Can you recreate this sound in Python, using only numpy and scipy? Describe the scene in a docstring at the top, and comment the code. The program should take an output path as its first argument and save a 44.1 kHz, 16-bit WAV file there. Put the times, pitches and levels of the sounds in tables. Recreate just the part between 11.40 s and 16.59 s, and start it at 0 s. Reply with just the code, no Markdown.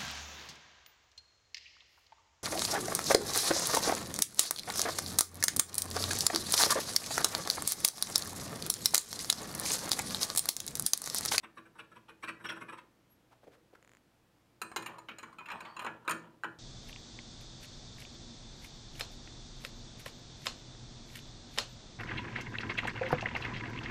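"""A small workshop: a threaded drawbar is pulled from a lathe spindle, then a steel rod knocks home.
The drawbar rasps over the rim of the bore, squeaks as it sticks and pings once it is free. After soft
hand brushes and a run of dry ticks, the rod clinks and grinds its way in. Each drag and knock rings
the bar itself and the cast headstock, whose hollow cover booms a moment later.
Short room reflections, still air and a faint mains hum sit underneath."""
import sys
import numpy as np
from scipy import signal
from scipy.fft import irfft
from scipy.io import wavfile
from scipy.ndimage import uniform_filter1d

SR = 44100
rng = np.random.default_rng(int(sys.argv[2]) if len(sys.argv) > 2 else 0)


def to_wav(sig):
    """Store sig (one row per channel, or 1-D mono) as 16-bit WAV at the path in sys.argv[1].

    Samples outside -1..1 are clipped; the rate is SR.
    """
    pcm = np.clip(np.atleast_2d(sig), -1, 1) * 32767
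    pcm = np.round(pcm).astype(np.int16)
    wavfile.write(sys.argv[1], SR, pcm.T)  # frames by channels


N = 228790
RING_SIZE, STROKE_SIZE = 30000, 4096  # samples in a long ring and in a short contact
TIME, AGE = np.arange(N) / SR, np.arange(RING_SIZE) / SR  # seconds into the scene, and into a ring

# room tone, the spectrum of still air: frequency_hz, relative_db
AIR_SPECTRUM = [(15, -35.5), (25, 4), (59, -20), (86, -6.5), (119, -4.5), (253, -6.5), (331, -3),
                (399, -13.5), (482, -9.5), (648, -12), (3260, -22.5), (10600, -32), (11500, -30.5),
                (15500, -35.5)]
# mains hum: pitch_hz, level_db
HUM_TONES = [(59.5, -81.5), (119.5, -80.5)]
# the workshop's reverb tail: frequency_hz, t60_s
ROOM_DECAY = [(150, 1), (400, 0.85), (1000, 0.35), (2800, 0.29), (7000, 0.27), (14000, 0.18)]
# the drawbar drags over the rim: start_s, force_db, hardness_db_per_octave
DRAGS = [(0.022, -48.5, -6), (0.161, -48, -4), (0.245, -60, -7.5), (0.345, -59, -14), (0.379, -46.5, -1.5),
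         (0.505, -57.5, -6), (0.547, -54, -1.5), (0.676, -52, -3.5), (0.821, -40.5, -1),
         (0.869, -37.5, -2.5), (0.99, -55, -12), (1.034, -39.5, -2), (1.078, -38, 0), (1.103, -45, -5),
         (1.149, -48.5, -8.5), (1.2, -45, -8), (1.275, -45, -4.5), (1.315, -46, -8), (1.366, -50.5, 0.5)]
# the crowd of short-lived modes in the casting: frequency_hz, relative_db
CRACK_SPECTRUM = [(80, -58), (300, -8), (750, -13.5), (1000, 3), (1450, -0.5), (2000, -6), (2450, 1.5),
                  (3300, -6), (4800, -22), (8000, -31), (11000, -36), (15500, -34.5)]
# the lasting ring of headstock and spindle: pitch_hz, relative_db, t60_s
HEADSTOCK_MODES = [(553, -13, .3), (835, -17, .25), (992, 0, .27), (1030, -2, .18), (1106, -3, .3),
                   (1168, -3, .2), (1236, 1, .22), (1280, -3, .15), (1366, 0, .2), (1405, -3, .25),
                   (1462, 1, .2), (1518, -5, .22), (1683, -2, .24), (1783, -3, .26), (1900, -8, .2),
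                   (2050, -12, .18), (2285, -7, .2), (2415, -7, .18), (2478, -3, .2), (2660, -10, .17),
                   (2820, -12, .13), (2975, -9, .14), (3125, -13, .16)]
# the drawbar's bright ring: pitch_hz, relative_db, t60_s
DRAWBAR_MODES = [(3240, -3, 0.077), (3815, 3.5, 0.037), (5630, 4, 0.017), (6060, -26, 0.0087),
                 (8130, 4, 0.035), (8240, 1.5, 0.022), (10200, -27, .06), (11100, -0.5, 0.054),
                 (10170, -48, 0.057), (15100, -14.5, 0.064)]
# the hollow cover's boom: pitch_hz, relative_db, t60_s
COVER_MODES = [(120, -14, .5), (168, -8, .25), (195, -12, .15), (222, -7, .3), (250, -10, .18),
               (290, -9, .14), (332, 2, .25), (350, -3, .15), (395, -8, .14), (465, -10, .17)]
# the dull thud of the cover's walls: frequency_hz, relative_db
THUD_SPECTRUM = [(50, -28), (110, -4), (170, 1.5), (230, 3), (330, -5.5), (450, 2), (650, -3), (1200, -49),
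                 (3000, -80)]
# the drawbar sticks under the hardest pull: start_s, level_db
SQUEAK_CUES = [(1.055, -47.5), (1.090, -47.5)]
# the partials of a squeak: pitch_hz
SQUEAK_PITCHES = [3260, 5540]
# the freed drawbar rings in the hand: start_s, level_db
PING_CUES = [(1.688, -66)]
# hand and sleeve brush or bump the steel: start_s, level_db, centre_hz, length_s
BRUSH_CUES = [(1.903, -61, 810, 0.049), (2.02, -60.5, 573, 0.044), (2.063, -52, 530, 0.032),
              (2.1, -65, 1250, 0.077), (2.325, -57, 500, .025), (2.346, -56, 1490, 0.016)]
# dry ticks as the rod is picked up: start_s
TICK_CUES = [2.427, 2.448, 2.4765, 2.494, 2.5175, 2.5355, 2.5503, 2.5703]
# the tiny ring of a tick: pitch_hz, relative_db, t60_s
TICK_PARTIALS = [(1990, 2.5, 0.0022), (6930, -9.5, 0.0067), (3750, -9, .0008)]
# the rod strikes the bore: start_s, force_db, hardness_db_per_octave, relative_ring_db
BLOWS = [(3.2165, -39, -5, -5), (3.316, -49.5, -12, -14.5), (3.3617, -36, -2, -6.5),
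         (3.3652, -43, -9, -3.5), (3.4238, -48, -4.5, -7.5), (3.4613, -42, -3.5, -9),
         (3.5401, -51.5, -43, -31), (3.584, -49, -10, -11.5), (3.686, -43.5, -2, -22.5),
         (3.7126, -53.5, -0.5, -34), (3.785, -50.5, -4.5, -2.5), (3.8298, -45.5, -6.5, -13.5),
         (3.928, -55.5, -11, -17), (3.985, -46.5, -4, -18), (4.006, -50, -9, -27), (4.0578, -50, 0, -16),
         (4.086, -45, -4.5, -20), (4.102, -42.5, 0, -21), (4.1159, -44, -3, -13), (4.205, -46, -6.5, -11.5),
         (4.251, -50, -2.5, -16), (4.3657, -44, -5.5, -12.5), (4.393, -43, -4, -10), (4.42, -61, -11, -3),
         (4.4467, -39.5, -14.5, -16.5), (4.4643, -37, -7.5, -21), (4.65, -55.5, -45, -19),
         (4.6779, -31.5, -5, -17), (4.6947, -34.5, -7, -10), (4.7099, -36, -1.5, -5.5),
         (5.0355, -37, -7.5, -22), (5.0429, -38.5, -6, -24)]
# the rod's clink, damped by the fingers: pitch_hz, relative_db, t60_s
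ROD_MODES = [(4050, 1, 0.046), (4460, -10.5, 0.062), (5010, -2.5, 0.017), (5540, -10.5, 0.036),
             (6210, -9, 0.034), (6940, -0.5, 0.074), (6960, 6, 0.015), (7390, -2, 0.019), (8060, -9, 0.013),
             (8560, 2, 0.019), (9150, -0.5, 0.05), (10060, -17, 0.034), (12320, -2.5, 0.062),
             (13000, -22, .02)]
# one barely damped mode of the rod sings on: start_s, level_db, length_s
SING_CUES = [(3.217, -61, 0.14), (3.365, -78, 0.29), (3.786, -79, 0.28), (4.115, -71.5, 0.63)]
# the hand pushes the rod along the bore: peak_s, level_db
PUSH_CUES = [(3.495, -50.5), (3.89, -61), (4.126, -44.5), (4.27, -49.5), (4.42, -42), (4.691, -50),
             (4.84, -58.5)]


def amp(db):
    """Decibels to gain."""
    return 10 ** (np.asarray(db) / 20)


def unit_rms(x, size=None):
    """Scales to rms 1 over the first size samples, or over all."""
    return x / np.sqrt(np.mean(x[:size] ** 2) + 1e-20)


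def curve_at(points, hz):
    """Reads a curve on a logarithmic frequency axis."""
    point_hz, value = np.transpose(points)
    return np.interp(np.log(hz + 1), np.log(point_hz), value)


def add(mix, start_s, sound):
    """Drops a sound into the mix at its cue."""
    part = mix[max(round(start_s * SR), 0):][:len(sound)]
    part += sound[:len(part)]


def noise(spectrum, size, slope_db=0):
    """Shaped noise of rms 1, tilted by slope_db per octave between 1 and 5 kHz."""
    hz = np.fft.rfftfreq(size, 1 / SR)
    gain = amp(curve_at(spectrum, hz) + slope_db * np.log2(np.clip(hz, 1000, 5000)))
    return unit_rms(irfft(gain * np.exp(2j * np.pi * rng.random(len(hz))), size))


def onset(rise_s):
    """A smooth attack."""
    return 1 - np.exp(-(AGE / rise_s) ** 2)


def fade(t, t60_s):
    """A decay of 60 dB in t60_s."""
    return np.exp(-np.log(1000) * t / np.maximum(t60_s, 1e-4))


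def swell(length_s):
    """A contact that rises and falls smoothly."""
    return np.sin(np.pi * np.minimum(AGE[:STROKE_SIZE] / length_s, 1)) ** 2


def room_tone():
    """Steady workshop air with a trace of mains hum."""
    hum = sum(amp(db) * np.sqrt(2) * np.sin(2 * np.pi * (hz * TIME + rng.random()))
              for hz, db in HUM_TONES)
    return amp(-69.5) * noise(AIR_SPECTRUM, N) + hum


def grit(size, per_s, spread_db):
    """Tiny slips of steel on steel, of uneven size."""
    slips = rng.random(size) < per_s / SR
    return slips * rng.standard_normal(size) * amp(spread_db * np.minimum(rng.exponential(1, size), 4))


def driven(force, response):
    """A contact force drives a body; the result has the energy of 20 ms at rms 1."""
    sound = signal.fftconvolve(force, response)
    return sound * np.sqrt(0.02 * SR) / np.linalg.norm(sound)


def resonator(modes, scatter_db):
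    """Returns a function that rings a body; each contact point weights its modes differently."""
    hz, db, t60_s = np.transpose(modes)
    waves = fade(AGE, t60_s[:, None]) * np.exp(2j * np.pi * hz[:, None] * AGE)
    octaves = np.log2(np.maximum(hz, 1000))

    def ring(slope_db=0):
        """One ring, tilted by slope_db per octave above 1 kHz."""
        weights = amp(db + slope_db * octaves + scatter_db * rng.standard_normal(len(hz)))
        phases = np.exp(2j * np.pi * rng.random(len(hz)))
        return unit_rms(((weights * phases) @ waves).real, size=900)
    return ring


def casting_crack(headstock, hardness, t60_s, modes_db):
    """A short crack of dense modes over the headstock's lasting ring; harder contact is brighter."""
    crack = unit_rms(noise(CRACK_SPECTRUM, RING_SIZE, hardness) * fade(AGE, t60_s), size=900)
    return (crack + amp(modes_db) * headstock(hardness / 2)) * onset(rise_s=0.0002)


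def contact_colour(x, hz, band_db):
    """Mixes in the broad band where this kind of contact resonates."""
    return x + amp(band_db) * signal.lfilter(*signal.iirpeak(hz, Q=2.9, fs=SR), x)


def bar_ring(modes, slope_db, detune):
    """Steel rings briefly, tilted by slope_db per octave; each contact stiffens it and shifts its modes."""
    hz, db, t60_s = np.transpose(modes)[:, :, None]
    t = AGE[:STROKE_SIZE]
    shift = 1 + detune * rng.standard_normal(hz.shape)
    waves = np.sin(2 * np.pi * (hz * shift * t + rng.random(hz.shape))) * fade(t, t60_s)
    return (amp(db + slope_db * np.log2(hz)) * waves).sum(0) * onset(rise_s=0.00005)[:STROKE_SIZE]


def cover_boom(cover, rise_s):
    """The hollow cover thuds, and the air in it takes a few cycles to swell."""
    thud = unit_rms(noise(THUD_SPECTRUM, RING_SIZE) * fade(AGE, 0.16), size=900)
    return (cover() + amp(2) * thud) * onset(rise_s)


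def drawbar_rasps(headstock, cover):
    """Each drag is a short swell of slips into casting and bar, inside a longer, lighter graze."""
    ordinary_force_db = -46.5
    clear_s, clear_db_per_s = 1.276, 250  # leaving the bore, the bar stops shaking the cover
    out = np.zeros(N)
    for start_s, force_db, hardness in DRAGS:
        drag = grit(STROKE_SIZE, per_s=20000, spread_db=1) * swell(length_s=0.035)
        graze = grit(STROKE_SIZE, per_s=2500, spread_db=7) * swell(length_s=0.09)
        crack = casting_crack(headstock, hardness, t60_s=0.06, modes_db=-14.5)
        ring = bar_ring(DRAWBAR_MODES, slope_db=0.5, detune=0.0028)
        shimmer = bar_ring(DRAWBAR_MODES, slope_db=5, detune=0.0095)
        boom_db = -52.5 + 0.59 * (force_db - ordinary_force_db)  # grows more slowly than the force
        boom_db -= clear_db_per_s * max(start_s - clear_s, 0)
        add(out, start_s, amp(force_db) * driven(drag, contact_colour(crack, hz=1645, band_db=0)))
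        add(out, start_s, amp(force_db - 18) * driven(drag, ring))
        add(out, start_s - 0.03, amp(force_db - 27) * driven(graze, shimmer))  # just before it catches
        add(out, start_s, amp(boom_db) * cover_boom(cover, rise_s=0.031))
    return out


def drawbar_squeaks():
    """The drawbar sticks and squeaks on its lower modes, with a jitter in the pitch."""
    out = np.zeros(N)
    for start_s, db in SQUEAK_CUES:
        jitter = 1 + 0.017 * unit_rms(uniform_filter1d(rng.standard_normal(STROKE_SIZE), size=120))
        squeak = sum(np.sin(2 * np.pi * hz * np.cumsum(jitter) / SR) for hz in SQUEAK_PITCHES)
        add(out, start_s, amp(db) * squeak * swell(length_s=0.029))
    return out


def drawbar_ping(pitch_hz=11400):
    """The freed drawbar rings once in the hand, thin and high."""
    out = np.zeros(N)
    ping = np.sin(2 * np.pi * pitch_hz * AGE[:STROKE_SIZE]) * swell(length_s=0.063)
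    for start_s, db in PING_CUES:
        add(out, start_s, amp(db) * ping)
    return out


def hand_brushes():
    """Hand and sleeve brush the steel: soft puffs of noise with a hiss on top."""
    out = np.zeros(N)
    for start_s, db, hz, length_s in BRUSH_CUES:
        size = round(length_s * SR)
        hiss_db = -72.5 - db  # skin and cloth hiss alike in every touch
        spectrum = [(hz / 4, -16), (hz, 0), (hz * 2.05, hiss_db),
                    (hz * 9, hiss_db - 16.5), (hz * 25, hiss_db - 27)]
        add(out, start_s, amp(db) * noise(spectrum, size) * signal.windows.hann(size))
    return out


def pickup_ticks():
    """Small dry ticks as the rod is picked up, each dying within milliseconds."""
    out = np.zeros(N)
    tick = sum(amp(db) * fade(AGE, t60_s) * np.sin(2 * np.pi * hz * AGE)
               for hz, db, t60_s in TICK_PARTIALS)
    for start_s in TICK_CUES:
        add(out, start_s, amp(-46.5) * tick)
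    return out


def rod_knocks(headstock, cover):
    """The rod strikes the bore and chatters briefly, ringing casting, rod and cover."""
    midway_s, shank_enters_s, seated_s = 3.98, 4.44, 4.9
    square_t60_s, glancing_t60_s = 0.0094, 0.039
    ordinary_ring_db = -5.5
    out = np.zeros(N)
    for start_s, force_db, hardness, ring_db in BLOWS:
        # square hits at the mouth and the seat; midway the rod glances and chatters longer
        glancing = np.exp(-((start_s - midway_s) / 0.83) ** 2)
        chatter = fade(AGE[:STROKE_SIZE], square_t60_s + (glancing_t60_s - square_t60_s) * glancing)
        force = amp(-11) * grit(STROKE_SIZE, per_s=11000, spread_db=-1) * chatter
        force[0] = 1  # the blow itself
        crack = casting_crack(headstock, hardness, t60_s=0.07, modes_db=-7.5)
        slope_db = -1.5 + 0.43 * (ring_db - ordinary_ring_db)  # a freer rod rings brighter
        if start_s < shank_enters_s:  # the thin tip
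            body = contact_colour(crack, hz=2430, band_db=-5)
        else:  # the thick shank: a lower knock, a brighter ring
            body = contact_colour(crack, hz=1470, band_db=2)
            slope_db += 3.5
        clink = bar_ring(ROD_MODES, slope_db, detune=0.0042)
        boom_db = -8 if start_s < seated_s else -11  # once home, the rod shakes the cover less
        add(out, start_s, amp(force_db) * driven(force, body))
        add(out, start_s, amp(force_db + ring_db) * driven(force, clink))
        add(out, start_s, amp(force_db + boom_db) * cover_boom(cover, rise_s=0.034))
    return out


def rod_singing(pitch_hz=8463):
    """One barely damped mode of the rod sings on until a touch chokes it."""
    out = np.zeros(N)
    tone = np.sin(2 * np.pi * pitch_hz * AGE) * onset(rise_s=0.00089) * fade(AGE, t60_s=1)
    for start_s, db, length_s in SING_CUES:
        choke = np.clip((length_s - AGE) / 0.016, 0, 1)
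        add(out, start_s, amp(db) * tone * choke)
    return out


def rod_slide(headstock):
    """The rod grinds along the bore, swelling and easing with each push, with a thin rasp midway."""
    rise_db_per_s, fall_db_per_s = 270, 146
    pushes_db = [db - np.maximum(rise_db_per_s * (peak_s - TIME), fall_db_per_s * (TIME - peak_s))
                 for peak_s, db in PUSH_CUES]
    force = grit(N, per_s=5100, spread_db=2)
    cracks = [casting_crack(headstock, hardness, t60_s=0.02, modes_db=-63) for hardness in (-4.5, -11)]
    sharp, dull = (unit_rms(signal.fftconvolve(force, crack)[:N]) for crack in cracks)
    buried = np.clip((TIME - 4.38) / 0.11, 0, 1)  # deep in the bore the grind loses its edge
    grind = ((1 - buried) * sharp + buried * dull) * amp(np.max(pushes_db, axis=0))
    rasp = noise([(2000, -71), (4100, -16), (4450, 9), (4750, -9), (7000, -62)], N)
    rasp_swell = np.exp(-((TIME - 4.28) / 0.069) ** 2)
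    return grind + amp(-67) * rasp * rasp_swell


def workshop_reverb(x):
    """Dense reflections build up quickly, each band dying at its own speed."""
    hz, t, bands = signal.stft(rng.standard_normal(SR), SR, nperseg=256)
    bands = bands * fade(t, curve_at(ROOM_DECAY, hz)[:, None])
    tail = signal.istft(bands, SR, nperseg=256)[1][:RING_SIZE] * onset(rise_s=0.0051)
    return signal.fftconvolve(x, tail / np.linalg.norm(tail))[:N]


def scene():
    """The mono mix: bars, machine and hands feed the reverb; ticks and room tone stay dry."""
    headstock, cover = resonator(HEADSTOCK_MODES, scatter_db=4), resonator(COVER_MODES, scatter_db=2)
    brushes = hand_brushes()
    drawbar = drawbar_rasps(headstock, cover) + drawbar_squeaks() + drawbar_ping()
    rod = rod_knocks(headstock, cover) + rod_singing() + rod_slide(headstock)
    close = drawbar + brushes + rod
    return (close + amp(-11) * workshop_reverb(close) + pickup_ticks() + room_tone())[None]


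def record(dry):
    """The microphone rolls off the deep bass; a steep low-pass trims the top."""
    low_cut_hz, high_cut_hz = 48, 15850
    thinned = signal.sosfilt(signal.butter(2, low_cut_hz, "high", fs=SR, output="sos"), dry)
    low_pass = signal.firwin(511, high_cut_hz, window=("kaiser", 9), fs=SR)
    return signal.oaconvolve(thinned, low_pass[None], "same")


dry = scene()
out = record(dry)
to_wav(out)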